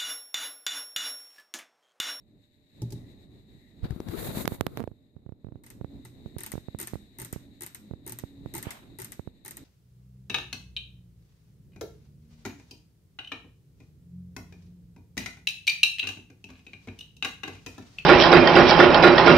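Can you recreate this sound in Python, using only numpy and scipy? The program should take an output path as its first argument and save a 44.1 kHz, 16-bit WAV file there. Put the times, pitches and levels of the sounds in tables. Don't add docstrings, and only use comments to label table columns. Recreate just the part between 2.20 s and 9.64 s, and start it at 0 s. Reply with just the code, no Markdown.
import sys
import numpy as np
from scipy.fft import rfft, irfft, next_fast_len
from scipy.io import wavfile
from scipy.ndimage import map_coordinates

SR = 44100
rng = np.random.default_rng(int(sys.argv[2]) if len(sys.argv) > 2 else 0)


def generate_wav(signal):
    frames = np.transpose(np.atleast_2d(signal))
    scaled = np.clip(frames, -1, 1) * 32767
    pcm = np.round(scaled).astype(np.int16)
    wavfile.write(sys.argv[1], SR, pcm)


N = 328104


def amp(db):
    return 10 ** (np.asarray(db) / 20)


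def unit(x):
    return x / np.sqrt(np.mean(x ** 2) + 1e-20)


def along(points, hz):
    f, *columns = np.transpose(points)
    return np.array([np.interp(np.log(hz + 1), np.log(f + 1), column) for column in columns])


def curves(rows):
    s, *columns = np.transpose(rows)
    return [np.interp(np.arange(N) / SR, s, column) for column in columns]


def wobble(rate):
    points = rng.standard_normal(int(N * rate / SR) + 4)
    return map_coordinates(points, [np.arange(N) * rate / SR])


def shape(start, end, rise, fall):
    t = np.arange(N) / SR
    return amp(-np.abs(rise) * np.maximum(start - t, 0) - np.abs(fall) * np.maximum(t - end, 0))


def filtered(x, response):
    m = next_fast_len(N + SR // 2)
    return irfft(rfft(x, m) * response(np.fft.rfftfreq(m, 1 / SR)), m)[..., :N]


def noise(spectrum):
    return unit(filtered(rng.standard_normal((2, N)), lambda hz: amp(along(spectrum, hz))))


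def add(track, s, sound):
    part = track[..., round(s * SR):round(s * SR) + sound.shape[-1]]
    part += sound[..., :part.shape[-1]]


def sides(pan_db):
    return amp(np.array([pan_db, -pan_db]) / 2)


def ring(modes, t, scatter_db):
    hz, left_db, right_db, t60, rise = np.transpose(modes)[..., None]
    level = np.array([left_db, right_db]) + scatter_db * rng.standard_normal((2,) + hz.shape)
    detune = 1 + 0.028 * rng.standard_normal(hz.shape)
    wave = np.sin(2 * np.pi * (hz * detune * t + rng.random((2,) + hz.shape)))
    envelope = amp(level - 60 * t / t60) * (1 - np.exp(-t / rise))
    return np.sum(envelope * wave, axis=1)


# start_s, rumble_db, hiss_db
GROUND_LEVELS = [(0, -60.5, -79.5), (.45, -62.5, -76.5), (.75, -46.5, -67.5), (1.12, -57, -73.5),
                 (1.75, -53, -73.5), (2.1, -42.5, -60), (2.28, -44, -66), (2.4, -53.5, -77),
                 (3.02, -61, -84.5), (3.44, -53.5, -83), (3.65, -51.5, -73), (4.39, -53, -67.5),
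                 (5.6, -55.5, -73), (6.38, -48, -67), (6.55, -55, -69.5), (7.25, -58.5, -74.5),
                 (7.44, -47.5, -71)]
# pitch_hz, left_db, right_db
RUMBLE_COLOUR = [(24.9, -15.5, -0.5), (50.4, -8, 0), (86, -1, 0.5), (120.2, 0, 0), (170, -6, -3),
                 (270, -2, -1), (378, -10.5, -9), (506, -21, -15.5), (778, -28.5, -23), (1130, -34, -34.5)]
# pitch_hz, left_db, right_db
HISS_COLOUR = [(665, -12, -9), (1350, -26, -21.5), (1873, -5, -10.5), (2740, -14, -14.5), (3190, -20, -17),
               (3820, 5.5, -8), (4626, -17, -16), (6200, -35.5, -27.5), (6470, -23.5, -16),
               (9000, -20.5, -22.5), (10000, -53, -45.5), (12000, -18, -20), (13200, -20.5, -27),
               (14400, -37, -27)]
# pitch_hz, likeness (1 = the same)
RUMBLE_LIKENESS = [(60, 0.16), (130, 0.73), (290, 0.94), (640, 0.38), (1400, .03)]
# pitch_hz, left_db, right_db
FIZZ_COLOUR = [(5100, -20, -6), (8000, -6.5, -14.5), (9830, -4.5, -4), (13000, 3, 5.5)]
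# pitch_hz, left_db, right_db
SWELL_COLOUR = [(1530, -25, -35), (1950, 3, -10), (2400, -28, -23), (3000, -33, -34)]
# peak_s, level_db
HISS_SWELLS = [(.85, -72.5), (1.45, -70.5)]
SWELL_RISE, SWELL_FALL = 120, 105


def ground():
    rumble_db, hiss_db = curves(GROUND_LEVELS)

    def share(hz):
        turn = np.arccos(np.clip(along(RUMBLE_LIKENESS, hz)[0], -1, 1)) / 2
        return np.array([np.cos(turn), np.sin(turn)])

    mid, side = filtered(rng.standard_normal((2, N)), share)
    colour = RUMBLE_COLOUR + [(4000, -74, -56.0)]
    rumble = unit(filtered(np.array([mid + side, mid - side]), lambda hz: amp(along(colour, hz))))
    rumble = amp(rumble_db - 1.0 + 2.68 * wobble(12)) * rumble
    hiss = amp(hiss_db + 3.5 + 2.03 * wobble(24)) * noise([(300, -29.5, -19.5)] + HISS_COLOUR)
    swell_gain = sum(amp(db) * shape(s, s, SWELL_RISE, SWELL_FALL) for s, db in HISS_SWELLS)
    swell = swell_gain * noise(SWELL_COLOUR)
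    fizz = amp(-91.5) * noise(FIZZ_COLOUR)
    return rumble + hiss + swell + fizz


# start_s, end_s, pitch_hz, level_db
HUM_SWELLS = [(.8, 0.987, 278, -62.5), (1.1, 1.5, 212, -64.5), (3.575, 3.856, 278, -57.5),
              (4.2, 4.35, 212, -60), (4.5, 4.884, 212, -56), (5.18, 5.4, 278, -59),
              (5.544, 5.794, 212, -59.5), (6.03, 6.35, 278, -53.5), (6.423, 6.505, 278, -55),
              (6.696, 6.792, 278, -59)]
THIN_HZ, THIN_DB = 593, -83


def hum():
    t = np.arange(N) / SR
    out = amp(THIN_DB + 1.5 * wobble(7.5)) * np.sin(2 * np.pi * THIN_HZ * t + 0.4 * wobble(8))
    for start, end, hz, db in HUM_SWELLS:
        progress = np.clip((t - start) / (end - start), 0, 1)
        fade = np.sqrt(np.abs(np.sin(np.pi * progress)))
        tone = np.sin(2 * np.pi * hz * t + 0.61 * wobble(15))
        out = out + amp(db + 4.0 + 1.9 * wobble(14)) * fade * tone
    return out


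# start_s, level_db, pitch_hz, direction (push 1, pull -1), left_minus_right_db, crack_db
SHELL_BUMPS = [(1.631, -28, 63, 1, -21, -55), (1.642, -28, 115, 1, 17, -47),
               (1.654, -25, 252, -1, 8.5, -57), (1.707, -21.5, 117, -1, 11.5, -36.5),
               (1.7246, -29, 64.5, 1, 9.5, -54.5), (1.762, -29, 220, 1, 11, -54),
               (1.803, -22, 326, -1, 4.5, -36.5), (1.8862, -27, 252, 1, 8, -34.5),
               (1.895, -27.5, 109, 1, 9.5, -59), (1.929, -31, 170, -1, 7, -55),
               (2.088, -29.5, 141, 1, -18.5, -45), (2.172, -18, 210, 1, 6.5, -36.5),
               (2.2501, -23, 262, 1, 13.5, -44), (2.2553, -46, 830, 1, -15.5, -26.5),
               (2.6273, -55, 896, -1, -8, -44.5), (2.6756, -26.5, 481, 1, -8, -56)]


def bumps():
    out, cracks, t = np.zeros((2, N)), np.zeros((2, N)), np.arange(SR // 10) / SR
    for s, db, hz, direction, pan_db, crack_db in SHELL_BUMPS:
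        swing = np.sin(2 * np.pi * hz * t) * amp(-60 * (hz * t / 3.9) ** 1.3)
        add(out, s, np.sign(direction) * amp(db) * sides(pan_db)[:, None] * swing)
        burst = amp(crack_db - 60 * t / 0.012) * rng.standard_normal((2, len(t)))
        add(cracks, s, sides(0.51 * pan_db)[:, None] * burst)
    return out + filtered(cracks, lambda hz: amp(8) / (1 + 1j * hz / 1200) + amp(-24))


# full_from_s, full_until_s, scrape_db, swish_db
SLIDES = [(1.65, 1.653, -41, -66), (1.717, 1.711, -46.5, -76), (1.891, 1.977, -44.5, -55.5),
          (1.993, 2.073, -39, -42.5), (2.096, 2.159, -42.5, -51), (2.169, 2.222, -37.5, -41),
          (2.298, 2.349, -47.5, -53.5), (2.583, 2.598, -50.5, -62)]
# pitch_hz, left_db, right_db
THUD_COLOUR = [(25, -8.5, -11.5), (50, -8, -9.5), (100, 3, 3), (200, 1.5, -4.5), (350, 3, -17),
               (500, -11, -13.5), (788, -26.5, -25.5), (1330, -16, -29)]
# pitch_hz, left_db, right_db
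SCRAPE_COLOUR = [(200, 2.5, -23), (480, 0, -11.5), (1300, -12.5, -20.5), (2020, -14, -18),
                 (3060, -24.5, -24.5), (3830, -11, -18.5), (4770, -24.5, -21), (5300, -56, -30),
                 (7000, -59, -35.5)]
# pitch_hz, left_db, right_db
SWISH_COLOUR = [(4580, -46, -15.5), (6200, -40.5, -7.5), (6900, -4.5, -2), (9040, -0.5, -7),
                (11000, -2, -1), (14400, 2, 3)]
# pitch_hz, left_db, right_db
DRAG_COLOUR = [(300, -9, -8), (690, 0, 3), (1600, -3.5, -2), (3200, -10, -5), (6300, -29, -28)]
SLIDE_RISE, SLIDE_FALL = 690, 610
RIGHT_SWISH_DB = 5.5
GRIP_THUD_DB, GRIP_SCRAPE_DB, GRIP_SWISH_DB = -45, -58, -68.5
GRIP_DRIFT_DB_PER_S = -21


def rubbing():
    grip = shape(1.716, 2.573, rise=310, fall=130)
    slides = np.array([shape(start, end, SLIDE_RISE, SLIDE_FALL) for start, end, *_ in SLIDES])
    scrape_db, swish_db = np.transpose(SLIDES)[2:]

    pan_db = GRIP_DRIFT_DB_PER_S * (np.arange(N) / SR - 2.0)
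    lumps = amp(7.5 * np.array([wobble(40), wobble(40)]))
    thud = unit(lumps * noise(THUD_COLOUR + [(2510, -61.5, -71.5)]))
    thud = amp(GRIP_THUD_DB) * grip * sides(pan_db) * thud

    rough = amp([[1], [.4]] * (2.17 * wobble(180) + 1.86 * wobble(40)))
    scrape_gain = amp(scrape_db) @ slides + amp(GRIP_SCRAPE_DB) * grip
    scrape = scrape_gain * unit(rough * noise(SCRAPE_COLOUR))

    left, right = amp(0.5 * wobble(300) + 1.3 * wobble(31.34)) * noise(SWISH_COLOUR)
    swish_gain = amp(swish_db) @ slides + amp(GRIP_SWISH_DB) * grip
    swish = swish_gain * [unit(left), amp(RIGHT_SWISH_DB) * unit(right)]

    drag_gain = amp(-45) * shape(6.47, 6.472, rise=420, fall=118)
    drag = drag_gain * unit(amp(2.4 * wobble(120)) * noise(DRAG_COLOUR))
    return thud + scrape + swish + drag


# peak_s, level_db, width_ms (time scale of the pulse)
PORT_SLIPS = [(2.2778, -8, 0.077), (2.321, -17.5, 0.7), (2.41, -8, 0.12), (2.467, -12.5, 0.12),
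              (2.5738, -18.5, 0.13), (2.5806, -28, 0.53), (2.5897, -29, 1.2), (2.5964, -22.5, 0.43),
              (2.5994, -22.5, .8), (2.6039, -18, 0.35), (2.64, -21, 0.45), (2.6768, -24, 0.66),
              (2.716, -27.5, 1.8), (2.966, -27.5, 1.94), (3.064, -25.5, 1.67), (3.0925, -26, 1.2),
              (3.123, -26, 1.3), (3.2464, -25, 1.3), (3.269, -26, 1.35), (3.287, -28.5, 1.3),
              (3.3226, -27, 1.24), (3.3574, -26.5, 1.4), (3.6126, -20.5, 0.92), (3.646, -20.4, 0.72),
              (4.0609, -21, 1.25), (4.166, -19.5, 1.2), (4.3386, -20.5, 0.8), (4.3548, -20.9, 0.7),
              (4.3792, -21, 0.63), (4.485, -21.5, 0.8), (4.548, -20, 0.78), (4.7353, -18.5, 0.64),
              (4.7562, -20.5, 0.65), (5.1303, -21, 0.74), (5.162, -21, 0.93), (5.7117, -21, 1.04),
              (5.7366, -22, 1), (6.0381, -19.5, 0.79), (6.2604, -20.5, 0.7), (6.4697, -19, 0.86),
              (6.9952, -20.5, 0.65), (7.0752, -22, 0.77)]
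# pitch_hz, left_db, right_db
SNAP_COLOUR = [(1000, -13.5, -5.5), (4000, 5, -4.5), (6500, -16.5, -0.5), (10000, 1, 1), (13570, -4.5, 9)]
CHATTER_S, CHATTER_GAP_S, CHATTER_DB, CHATTER_MS, CHATTER_SLIPS = 2.6082, .00433, -22, 0.89, 4


def low_cut(hz):
    gentle = 1j * hz / (70 + 1j * hz)
    steep = -hz * hz / (90 ** 2 - hz * hz + 1j * hz * 95)
    return gentle * steep


def through_shell(hz):
    return amp(-12.0) * 1j * hz * 250 / (430 ** 2 - hz * hz + 1j * hz * 250)


def pops():
    suck, snaps, t = np.zeros(N), np.zeros((2, N)), np.arange(-300, 2400) / SR
    chatter = [(CHATTER_S + k * CHATTER_GAP_S, CHATTER_DB + rng.normal(0, 1.8), CHATTER_MS)
               for k in range(CHATTER_SLIPS)]
    for s, db, width_ms in PORT_SLIPS + chatter:
        u = t / (width_ms / 1000)
        before = np.exp(-np.abs(u / 0.56) ** 1.28)
        after = np.exp(-np.abs(u / 5.3) ** 0.94)
        add(suck, s + t[0], -amp(db + 4.0) * np.where(u < 0, before, after))
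        snap_db = db - 11.0 - 45 * width_ms
        add(snaps, s + t[0], amp(snap_db - 60 * np.abs(t) / 0.0034) * rng.standard_normal((2, len(t))))
    right = filtered(suck, low_cut)
    left = filtered(right, through_shell)
    return np.array([left, right]) + filtered(snaps, lambda hz: amp(along(SNAP_COLOUR, hz)))


# pitch_hz, level_db, t60_s (time to fade by 60 dB)
TUB_TONES = [(68.6, -7, 0.17), (119.7, 5.5, 0.31), (167, -6, 0.3), (221.4, -8.5, 0.23), (314, 1, 0.061),
             (392, -5.5, 0.11), (582, -22, 0.13), (850, -13, 0.063)]


def tub(t, rise):
    tones = 0
    for hz, db, t60 in TUB_TONES:
        tones = tones + amp(db + rng.normal(0, 1) - 60 * t / t60) * np.sin(2 * np.pi * hz * t)
    return tones * (1 - np.exp(-t / rise))


# start_s, level_db, scuff_db (on top of level_db)
TUB_TAPS = [(0.6186, -25.5, -18.5), (.705, -46.5, -2.5), (0.7228, -31, -11.5)]
# pitch_hz, left_db, right_db, t60_s, rise_s
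LID_TONES = [(357.6, -18.5, -16.5, 0.065, 0.0052), (588, -30.5, -36.5, 0.041, .002),
             (891, -22, -19.5, 0.037, 0.0027), (1303, -28.5, -58, 0.022, 0.00089)]


def taps():
    out, scuffs, t = np.zeros((2, N)), np.zeros((2, N)), np.arange(SR // 2) / SR
    for s, db, scuff_db in TUB_TAPS:
        boom = amp(db - 3.5) * tub(t, rise=0.0039)
        rattle = amp(db) * ring(LID_TONES, t, scatter_db=3.5)
        add(out, s, boom + rattle)
        fade = amp(-60 * t / 0.042) + amp(-18.5 - 60 * t / .5)
        add(scuffs, s, amp(db + scuff_db) * fade * rng.standard_normal((2, len(t))))
    bright = [(1500, -8.5), (5000, 4), (12000, -3.0)]  # pitch_hz, level_db
    return out + filtered(scuffs, lambda hz: amp(along(bright, hz)))


# start_s, level_db
CLICKS = [(3.4365, -44.5), (3.4638, -38), (3.5025, -34), (3.8503, -36), (4.184, -26.5), (4.2059, -26.5),
          (4.2351, -22), (4.2631, -23.5), (4.3182, -22.5), (4.5876, -25.5), (4.6007, -20.5),
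          (4.6137, -21.5), (4.6285, -24.5), (4.6726, -21.5), (4.7377, -47), (4.9861, -28.5), (4.9995, -25),
          (5.017, -24), (5.048, -25.5), (5.1269, -22), (5.4084, -27.5), (5.4208, -23.5), (5.4346, -23.5),
          (5.4635, -26), (5.5472, -25.5), (5.8648, -28), (5.877, -25), (5.8954, -24.5), (5.9219, -23),
          (5.9876, -23.5), (6.339, -25), (6.351, -20.5), (6.3656, -25.5), (6.38, -23.5), (6.4274, -23),
          (6.5066, -24.5), (6.7871, -28), (6.7998, -27), (6.818, -24), (6.846, -24.5), (6.9205, -25.5),
          (7.2495, -30), (7.2602, -28), (7.28, -25), (7.3092, -25), (7.3696, -26.5)]
# start_s, body_ring_db, first_tub_knock_db
CLICK_RUNS = [(3.43, -27.5, 4), (3.84, -25.5, 11.5), (4.18, -23.5, 0), (4.58, -23, 3), (4.73, -22, 14),
              (4.98, -24.5, 5), (5.4, -25.5, 2), (5.86, -27.5, 4.5), (6.33, -22.5, 4), (6.5, -18.5, -15),
              (6.78, -24.5, 6), (7.24, -27, -0.5)]
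# pitch_hz, left_db, right_db, t60_s, rise_s
DIAL_TONES = [(6610, -31, -15, .012, 0.00031), (8060, -10, -34.5, 0.014, 0.00063),
              (9090, -3, -16, 0.011, 0.0001), (10940, -14.5, -29, 0.0073, 0.00018),
              (11960, -8.5, -13.5, 0.013, 0.0001), (13560, -14.5, -16.5, 0.015, 0.00014),
              (14870, -10, -7, .01, .0002)]
# pitch_hz, left_db, right_db, t60_s, rise_s
BODY_TONES = [(1884, -11, -10.5, 0.02, 0.0048), (2064, -8, -23, 0.017, 0.0043),
              (2570, -34, -26, 0.01, 0.0024), (3934, -17.5, -18, 0.0077, 0.00031)]
# delay_s, left_db, right_db
CLICK_ECHOES = [(.0035, -12, -10), (.0095, -15, 0)]
# pitch_hz, left_db, right_db
ROOM_COLOUR = [(200, -21, -21), (700, -6.5, -6.5), (1970, -1.5, -1), (3430, -7, -8.5), (5130, -13.5, -4.5),
               (7060, -11, -4), (9000, -1.5, -4.5), (10050, -19, -18), (12400, -2.5, -7), (13000, -2.5, -4),
               (14600, -32, -14)]
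USUAL_DB, BODY_FOLLOWS = -25, 0.32
KNOCK_SAG_DB_PER_S = 140


def dial():
    near, echo, room = np.zeros((2, N)), np.zeros((2, N)), np.zeros((2, N))
    t = np.arange(SR // 2) / SR
    short = t[:SR // 10]
    room_fade = (amp(-60 * t / 0.08) + amp(-6.5 - 60 * t / 0.39)) * (1 - np.exp(-t / 0.002))
    for s, db in CLICKS:
        start, ring_db, first_db = [run for run in CLICK_RUNS if run[0] <= s + .01][-1]
        body_db = ring_db - db + BODY_FOLLOWS * (db - USUAL_DB)
        knock_db = first_db - KNOCK_SAG_DB_PER_S * (s - start)

        tick = amp([[-8], [-14]] - 60 * short / 0.0029) * rng.standard_normal((2, len(short)))
        snap = ring(DIAL_TONES, short, scatter_db=0.0) + tick
        add(near, s, amp(db) * snap)
        for delay, left_db, right_db in CLICK_ECHOES:
            add(echo, s + delay, amp(db) * amp([[left_db], [right_db]]) * snap)
        add(near, s + 0.002465, amp(db + body_db + 1.5) * ring(BODY_TONES, short, scatter_db=1.5))
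        add(near, s + .001, amp(db + 0.69 * knock_db + 3.5) * ring(LID_TONES, short, scatter_db=4.5))
        add(near, s, amp(db + knock_db - 25.0) * tub(t, rise=0.0042))
        add(room, s, amp(db + 0.76 * body_db - 16.0) * room_fade * rng.standard_normal((2, len(t))))
    dulled = filtered(echo, lambda hz: 1 / (1 + 1j * hz / 7000))
    return near + dulled + filtered(room, lambda hz: amp(along(ROOM_COLOUR, hz)))


def scene():
    return ground() + hum() + bumps() + rubbing() + pops() + taps() + dial()


# pitch_hz, level_db
MICROPHONE_ROLLOFF = [(20, -10), (45, 0.5), (14600, 1), (15200, -34.5), (16000, -39.5)]
TOP_HZ = 15988


def record(dry):
    return filtered(dry, lambda hz: amp(along(MICROPHONE_ROLLOFF, hz)) * (hz < TOP_HZ))


dry = scene()
out = record(dry)
generate_wav(out)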